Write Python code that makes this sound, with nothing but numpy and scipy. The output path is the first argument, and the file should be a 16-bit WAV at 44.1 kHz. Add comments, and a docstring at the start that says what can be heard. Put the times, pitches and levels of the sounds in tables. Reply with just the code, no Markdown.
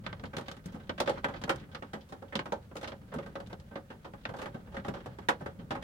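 """Rain on a parked car, heard from the cabin.

Heavy drops thud on roof and glass over a low rumble (shaped noise) and microphone hiss; finer drops patter between.
Each drop rings the dense panel modes, dying cosine and sine waves, at strengths drawn anew for its spot.
Each heavy drop also throws a droplet that falls back; now and then the roof booms, mostly in its bass modes.
"""
import sys
import numpy as np
from scipy.fft import rfft, irfft, next_fast_len
from scipy.io import wavfile
from scipy.ndimage import map_coordinates

SR = 44100
rng = np.random.default_rng(int(sys.argv[2]) if len(sys.argv) > 2 else 0)


def file_out(sig):
    """Save sig as 16-bit WAV at sys.argv[1]."""
    # one column per channel
    cols = np.atleast_2d(sig).T
    # limit, then scale
    lim = np.clip(cols, -1, 1)
    pcm = np.round(lim * 32767).astype(np.int16)
    wavfile.write(sys.argv[1], SR, pcm)


N = 257103

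# Heavy drops. Each row: start in seconds, level in dB, brightness in dB and splat hiss in dB
# (both against the level), remoteness along the panel from 0 to 1.
HEAVY_DROPS = [(0.064,-31,-8,-32,0.057),(0.128,-34.5,-13,-42,0.063),(0.196,-45.5,-8,-36,0.23),(0.237,-32.5,-26,-28,0.35),
               (0.254,-51.5,3,-18,0.4),(0.332,-35.5,-16.5,-25,0.67),(0.367,-32.5,-5.5,-14,0.11),(0.381,-29,-16,-21,0.52),(0.41,-38.5,-14,-20,0.35),
               (0.465,-55,-3,-16,0.29),(0.482,-34.5,-6.5,-19,0.31),(0.514,-37.5,-6.5,-14,0.22),(0.566,-46.5,-9.5,-15,0.44),(0.658,-49.5,-17,2,0.27),
               (0.721,-46.5,-17,-14,0.57),(0.743,-37.5,-37,-21,0.69),(0.894,-25.5,-15,-36,0.23),(0.979,-38.5,-6,-21,0.53),(1.001,-19,-9.5,-19,0.4),
               (1.059,-34,-11,-24,0.56),(1.074,-20,-16,-30,0.53),(1.093,-20.5,-14,-24.5,0.48),(1.175,-32.5,-46,-42,0.086),
               (1.243,-20.5,-19.5,-26,0.35),(1.283,-30,-21.5,-26,0.63),(1.339,-35.5,-13,-40,0.53),(1.36,-43,-3,-36,0.65),
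               (1.414,-38,-12,-18,0.56),(1.438,-28,-8,-22,0.057),(1.478,-29.5,-39,-29,0.41),(1.493,-18.5,-14,-18.5,0.52),
               (1.559,-49.5,-2,-3,0.057),(1.747,-34.5,-6.5,-27,0.42),(1.823,-33,-20,-33,0.39),(1.932,-29,-16,-23.5,0.63),
               (2.087,-47,-8,-8,0.78),(2.122,-33.5,-18.5,-23.5,0.53),(2.222,-35,-33,-30,0.49),(2.323,-35.5,-25,-28,0.68),(2.354,-26.5,-2,-20,0.26),
               (2.391,-27.5,-11.5,-34,0.35),(2.456,-32,-20,-26,0.52),(2.521,-21.5,-20,-28.5,0.5),(2.712,-43,-28,-39,0.49),
               (2.754,-33,-28,-21,0.49),(2.766,-37,-6.5,-11,.45),(2.81,-42.5,-9,-11,0.6),(2.829,-30.5,-15,-24,0.51),
               (2.843,-37.5,-5,-23,.39),(2.874,-36,-2,-16,0.61),(2.919,-35,-15,-46,0.38),(3.117,-30,-22,-34,0.87),
               (3.138,-31,-28,-18.5,0.56),(3.184,-31.5,-20,-27,0.54),(3.227,-48,-9,-19,0.61),(3.26,-38.5,-19,-22,0.63),(3.354,-28,-21.5,-31,0.46),
               (3.401,-34,-18,-27,.46),(3.471,-52,-3,-10,0.097),(3.496,-38.5,-21,-19,0.83),(3.529,-32,-17,-28,0.18),
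               (3.599,-50.5,-6,-13,0.23),(3.709,-37,-30,-28,0.86),(3.755,-29.5,-19.5,-36,0.53),(3.901,-37.5,-17.5,-24,0.68),(4.045,-35,-14,-28,0.69),
               (4.136,-36,-27,-30,.27),(4.253,-29.5,-12,-49,0.18),(4.289,-33,-21,-25,0.62),(4.337,-30.5,-25,-31,0.64),
               (4.364,-45,-6,-11,0.66),(4.385,-30.5,-16,-20,0.73),(4.414,-30,-12,-16,0.73),(4.457,-31,-20.5,-24,0.53),
               (4.542,-34,-26,-28,0.71),(4.672,-49,-37,-32,0.47),(4.718,-40.5,-14,-20,0.9),(4.742,-32.5,-19,-27,0.65),(4.766,-32,-22,-24.5,0.52),(4.847,-31,-22,-29,0.53),
               (4.863,-41,-17,-18,0.56),(4.882,-27.5,-17.5,-21.5,.46),(4.937,-31.5,-17,-25,0.73),(4.963,-39.5,-15,-31,0.67),(5.059,-32.5,-19.5,-24,0.45),
               (5.186,-35.5,-22,-26,0.31),(5.286,-16,-14,-19,0.42),(5.407,-33.5,-34,-25,0.67),(5.46,-29,-22,-26,0.48),
               (5.594,-45,-11,-45,.68),(5.706,-24,-14,-26.5,0.59),(5.749,-29,-22,-25,0.69),(5.823,-34,-10,-14,0.74)]


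def amp(db):
    """Decibels to gain."""
    return 10 ** (np.asarray(db) / 20)


def along(points, hz):
    """Interpolate (Hz, value) points on a log frequency axis, held flat beyond the ends."""
    point_hz, values = np.transpose(points)
    return np.interp(np.log(hz + 1), np.log(point_hz + 1), values)


def filtered(x, response):
    """Filter x by a response given as a function of frequency."""
    size = next_fast_len(N + SR // 2)
    hz = np.fft.rfftfreq(size, 1 / SR)
    return irfft(rfft(x, size) * response(hz), size)[..., :N]


def ears(a, b, hz):
    """Mix two unrelated draws into left and right, as alike as the microphones are at hz."""
    # Each row: frequency in Hz, left-right correlation.
    likeness = [(60, 0.99), (180, 0.96), (550, 0.6), (1650, -0.19), (4970, 0.084), (15000, -0.26)]
    # Each row: frequency in Hz, left minus right in dB.
    lean_db = [(60, -0.5), (180, 1), (550, -1.5), (1650, -3.5), (4970, 1.5), (15000, 1)]
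    angle = np.arccos(np.clip(along(likeness, hz), -1, 1)) / 2
    lean = amp(along(lean_db, hz) / 2)
    common, opposed = np.cos(angle) * a, np.sin(angle) * b
    return np.array([(common + opposed) * lean, (common - opposed) / lean])


def noise(spectrum):
    """Stereo Gaussian noise shaped by a spectrum in dB per Hz, scaled to rms 1."""
    size = next_fast_len(N)
    hz = np.fft.rfftfreq(size, 1 / SR)
    a, b = rfft(rng.standard_normal((2, size)))
    x = irfft(ears(a, b, hz) * amp(along(spectrum, hz)), size)[:, :N]
    return x / np.sqrt(np.mean(x ** 2))


def rumble():
    """Distant rain booms softly through the body: low noise whose level drifts and wavers slightly."""
    # Each row: frequency in Hz, relative density in dB per Hz.
    rumble_spectrum = [(12, -54), (20, -8), (80, 4.5), (195, 2), (335, -17), (545, -12.5), (702, -21.5),
                       (1500, -32), (1950, -61), (3300, -120)]
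    # Each row: time in seconds, rms level in dB.
    rumble_level = [(0.0, -47), (0.58, -53), (1.51, -47.5), (1.98, -56.5), (3.46, -49), (3.8, -55),
                    (4.86, -49), (5.31, -50.5), (5.83, -47)]
    lump_hz, lump_db = 14, 0.2
    t = np.arange(N) / SR
    s, db = np.transpose(rumble_level)
    lumps = map_coordinates(rng.standard_normal(N * lump_hz // SR + 4), [t * lump_hz])
    return amp(np.interp(t, s, db) + lump_db * lumps) * noise(rumble_spectrum)


def small(s, db):
    """Strike rows for small drops, each with a random colour and distance."""
    z = rng.standard_normal((len(s), 5))
    colour_db = [-6, -4, -10, -26] + [4, 5, 6, 5] * z[:, :4]  # bass, middle, bright, top
    remote = .78 + .2 * z[:, 4]
    return np.c_[s, db, colour_db, remote]


def patter(count, over_db, scatter_db):
    """Fine drops at random moments, their levels scattered about the swelling and thinning shower."""
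    # Each row: time in seconds, base level of the fine rain in dB, before over_db.
    shower_level = [(0, -58.5), (1.0, -65.5), (1.2, -55), (1.9, -67.5), (3.8, -73.5), (5.0, -63),
                    (5.83, -70.5)]
    u = rng.random((count, 2))
    s = u[:, 0] * N / SR
    shower_db = np.interp(s, *np.transpose(shower_level))
    return small(s, shower_db + over_db + scatter_db * np.log(u[:, 1] + 0.33))


def splashes(count, under_db):
    """Each heavy drop throws count droplets that fall back soon after, fainter the later they land."""
    s, db = np.repeat(np.array(HEAVY_DROPS)[:, :2], count, axis=0).T
    u = rng.random((len(s), 2))
    late_s = 0.018 + 0.12 * u[:, 0]
    return small(s + late_s, db - under_db - 120 * late_s - 8 * u[:, 1])


def thuds():
    """Strike rows for roof booms: the bass modes ring, the others barely."""
    # Each row: start in seconds, level of the bass modes in dB.
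    booms = [(0.232, -34), (0.368, -32.5), (0.658, -32.5), (0.74, -34.5), (0.892, -31.5), (1.435, -32.5),
             (1.611, -38), (2.353, -28.5), (3.014, -42), (3.16, -30), (4.289, -34.5), (4.544, -33),
             (4.763, -41), (4.88, -27), (5.418, -38), (5.59, -39.5)]
    return [(s, db - 20, 20, 0, -10, -20, .5) for s, db in booms]


def heavy():
    """Strike rows for heavy drops: brightness lifts the middle; the strongest crack more than they boom."""
    # Standard deviation from spot to spot: bass in dB, middle in dB.
    spot_scatter = [2, 6]
    bass_base_db, bass_lags = -10.5, 0.51  # bass of a -30 dB drop; share of extra strength it misses
    middle_base_db, middle_follows = -3.5, 0.33  # share of the brightness added to the middle
    s, db, bright_db, top_db, remote = np.transpose(HEAVY_DROPS)
    bass_mean_db = bass_base_db - bass_lags * (db + 30)
    middle_mean_db = middle_base_db + middle_follows * bright_db
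    scatter_db = spot_scatter * rng.standard_normal((len(s), 2))
    bass_db, middle_db = (np.c_[bass_mean_db, middle_mean_db] + scatter_db).T
    return np.c_[s, db, bass_db, middle_db, bright_db, top_db, remote]


def registers(hz):
    """Split the panel and cabin response into bass, body, middle, bright and top modes, each of energy 1."""
    # Each row: frequency in Hz, relative density in dB per Hz.
    panel_spectrum = [(35, -41), (60, -8), (294, -8), (553, -8), (698, -15), (1310, -5.5), (1740, -4),
                      (2250, -6.5), (2470, -7), (3340, -3), (16000, -34.5)]
    # Cabin resonances. Each row: centre in Hz, width in Hz, lift in dB.
    cabin_peaks = [(210, 163, 10.5), (553.5, 22, 8), (813, 255, 6.5), (1050, 200, 0), (1256, 53, 4.5),
                   (1552, 13, 9)]
    lift_db = sum(peak_db / (1 + (2 * (hz - centre) / width) ** 2) for centre, width, peak_db in cabin_peaks)
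    # root of the mode spacing turns density into strength per mode
    strength = amp(along(panel_spectrum, hz) + lift_db) * np.sqrt(np.gradient(hz))
    below = [1 / (1 + (hz / edge_hz) ** 5) for edge_hz in (370, 1050, 2300, 6500)]
    sets = strength * np.diff([0 * hz, *below, 1 + 0 * hz], axis=0)
    return sets / np.linalg.norm(sets, axis=1, keepdims=True)


def panel_modes(count):
    """Mode frequencies, closer together in the bass, and their dying waves in two phases."""
    # Each row: frequency in Hz, mean t60 of the panel in seconds.
    ring_t60 = [(150, 0.37), (400, 0.25), (1040, .16), (2760, 0.13), (7280, 0.12), (15000, 0.12)]
    # Slow bending waves bring the bass late. Each row: frequency in Hz, rise time constant in seconds.
    rise_time = [(150, 0.00067), (600, 0.00039), (3000, 0.00011), (12000, 0.00024)]
    splat_t60_s, splat_from_hz = 0.025, 1800
    hz = 60 + 15900 * ((np.arange(count) + rng.random(count)) / count) ** 1.4
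    t = np.arange(SR // 5) / SR
    t60_s = along(ring_t60, hz) * amp(0.5 * rng.standard_normal(count))
    ring = amp(-60 * t / t60_s[:, None])
    splat = 0.94 * amp(-60 * t / splat_t60_s) * (hz[:, None] > splat_from_hz)  # dies before the panel
    rise = 1 - np.exp(-t / along(rise_time, hz)[:, None])
    shape = (ring + splat) * rise
    phase = 2 * np.pi * hz[:, None] * t
    return hz, t, np.float32(np.vstack([shape * np.cos(phase), shape * np.sin(phase)]))


def strike(drops, hz, t, waves):
    """Each drop lands on its own spot, so it rings every mode at a new strength."""
    s, db, bass_db, middle_db, bright_db, top_db, remote = np.transpose(drops)
    register_db = np.array([bass_db, 0 * db, middle_db, bright_db, top_db])
    mean = amp(db - 6 + register_db).T @ registers(hz)
    chance = rng.standard_normal((len(drops), 5, len(hz))).transpose(1, 0, 2)
    gain = mean * amp(2.94 * chance[0]) * chance[1:]  # nodes and bellies of each mode
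    # restore each drop's energy: 4 gain sets, hence the factor 2
    gain = gain * (np.linalg.norm(mean, axis=1) / np.linalg.norm(gain, axis=(0, 2)) * 2)[:, None]
    a, b = np.hstack(gain[:2]), np.hstack(gain[2:])  # cosine and sine gains
    rings = np.float32(ears(a, b, np.tile(hz, 2))) @ waves
    far = np.clip(remote, 0, 1)[:, None]
    swell = 1 - np.exp(-t / (.00008 * np.exp(6.09 * far)))  # a far drop arrives smeared through the lining
    near = amp(-600 * t * (1 - far) ** 3)  # a near drop is mostly direct sound and dies sooner
    fade = np.clip((t[-1] - t) / .05, 0, 1)
    rings = rings * swell * near * fade
    out = np.zeros((2, N + len(t)))
    starts = np.clip(np.round(s * SR).astype(int), 0, N)
    for k, start in enumerate(starts):
        out[:, start:start + len(t)] += rings[:, k]
    return out[:, :N]


def scene():
    """Rumble under fine patter, splashes, booms and heavy drops."""
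    fine = patter(count=420, over_db=10.0, scatter_db=2.1)
    droplets = splashes(count=1, under_db=17.5)
    drops = np.vstack([heavy(), thuds(), fine, droplets])
    return rumble() + strike(drops, *panel_modes(count=560))


def record(dry):
    """Add microphone hiss, then cut everything above the band limit."""
    # Each row: frequency in Hz, relative density in dB per Hz.
    hiss_spectrum = [(590, -1), (1000, -16), (1220, 3.5), (5190, -9.5), (15100, -12), (16000, -4.5)]
    hiss_db, top_hz = -67, 15950
    return filtered(dry + amp(hiss_db) * noise(hiss_spectrum), lambda hz: hz < top_hz)


dry = scene()
out = record(dry)
file_out(out)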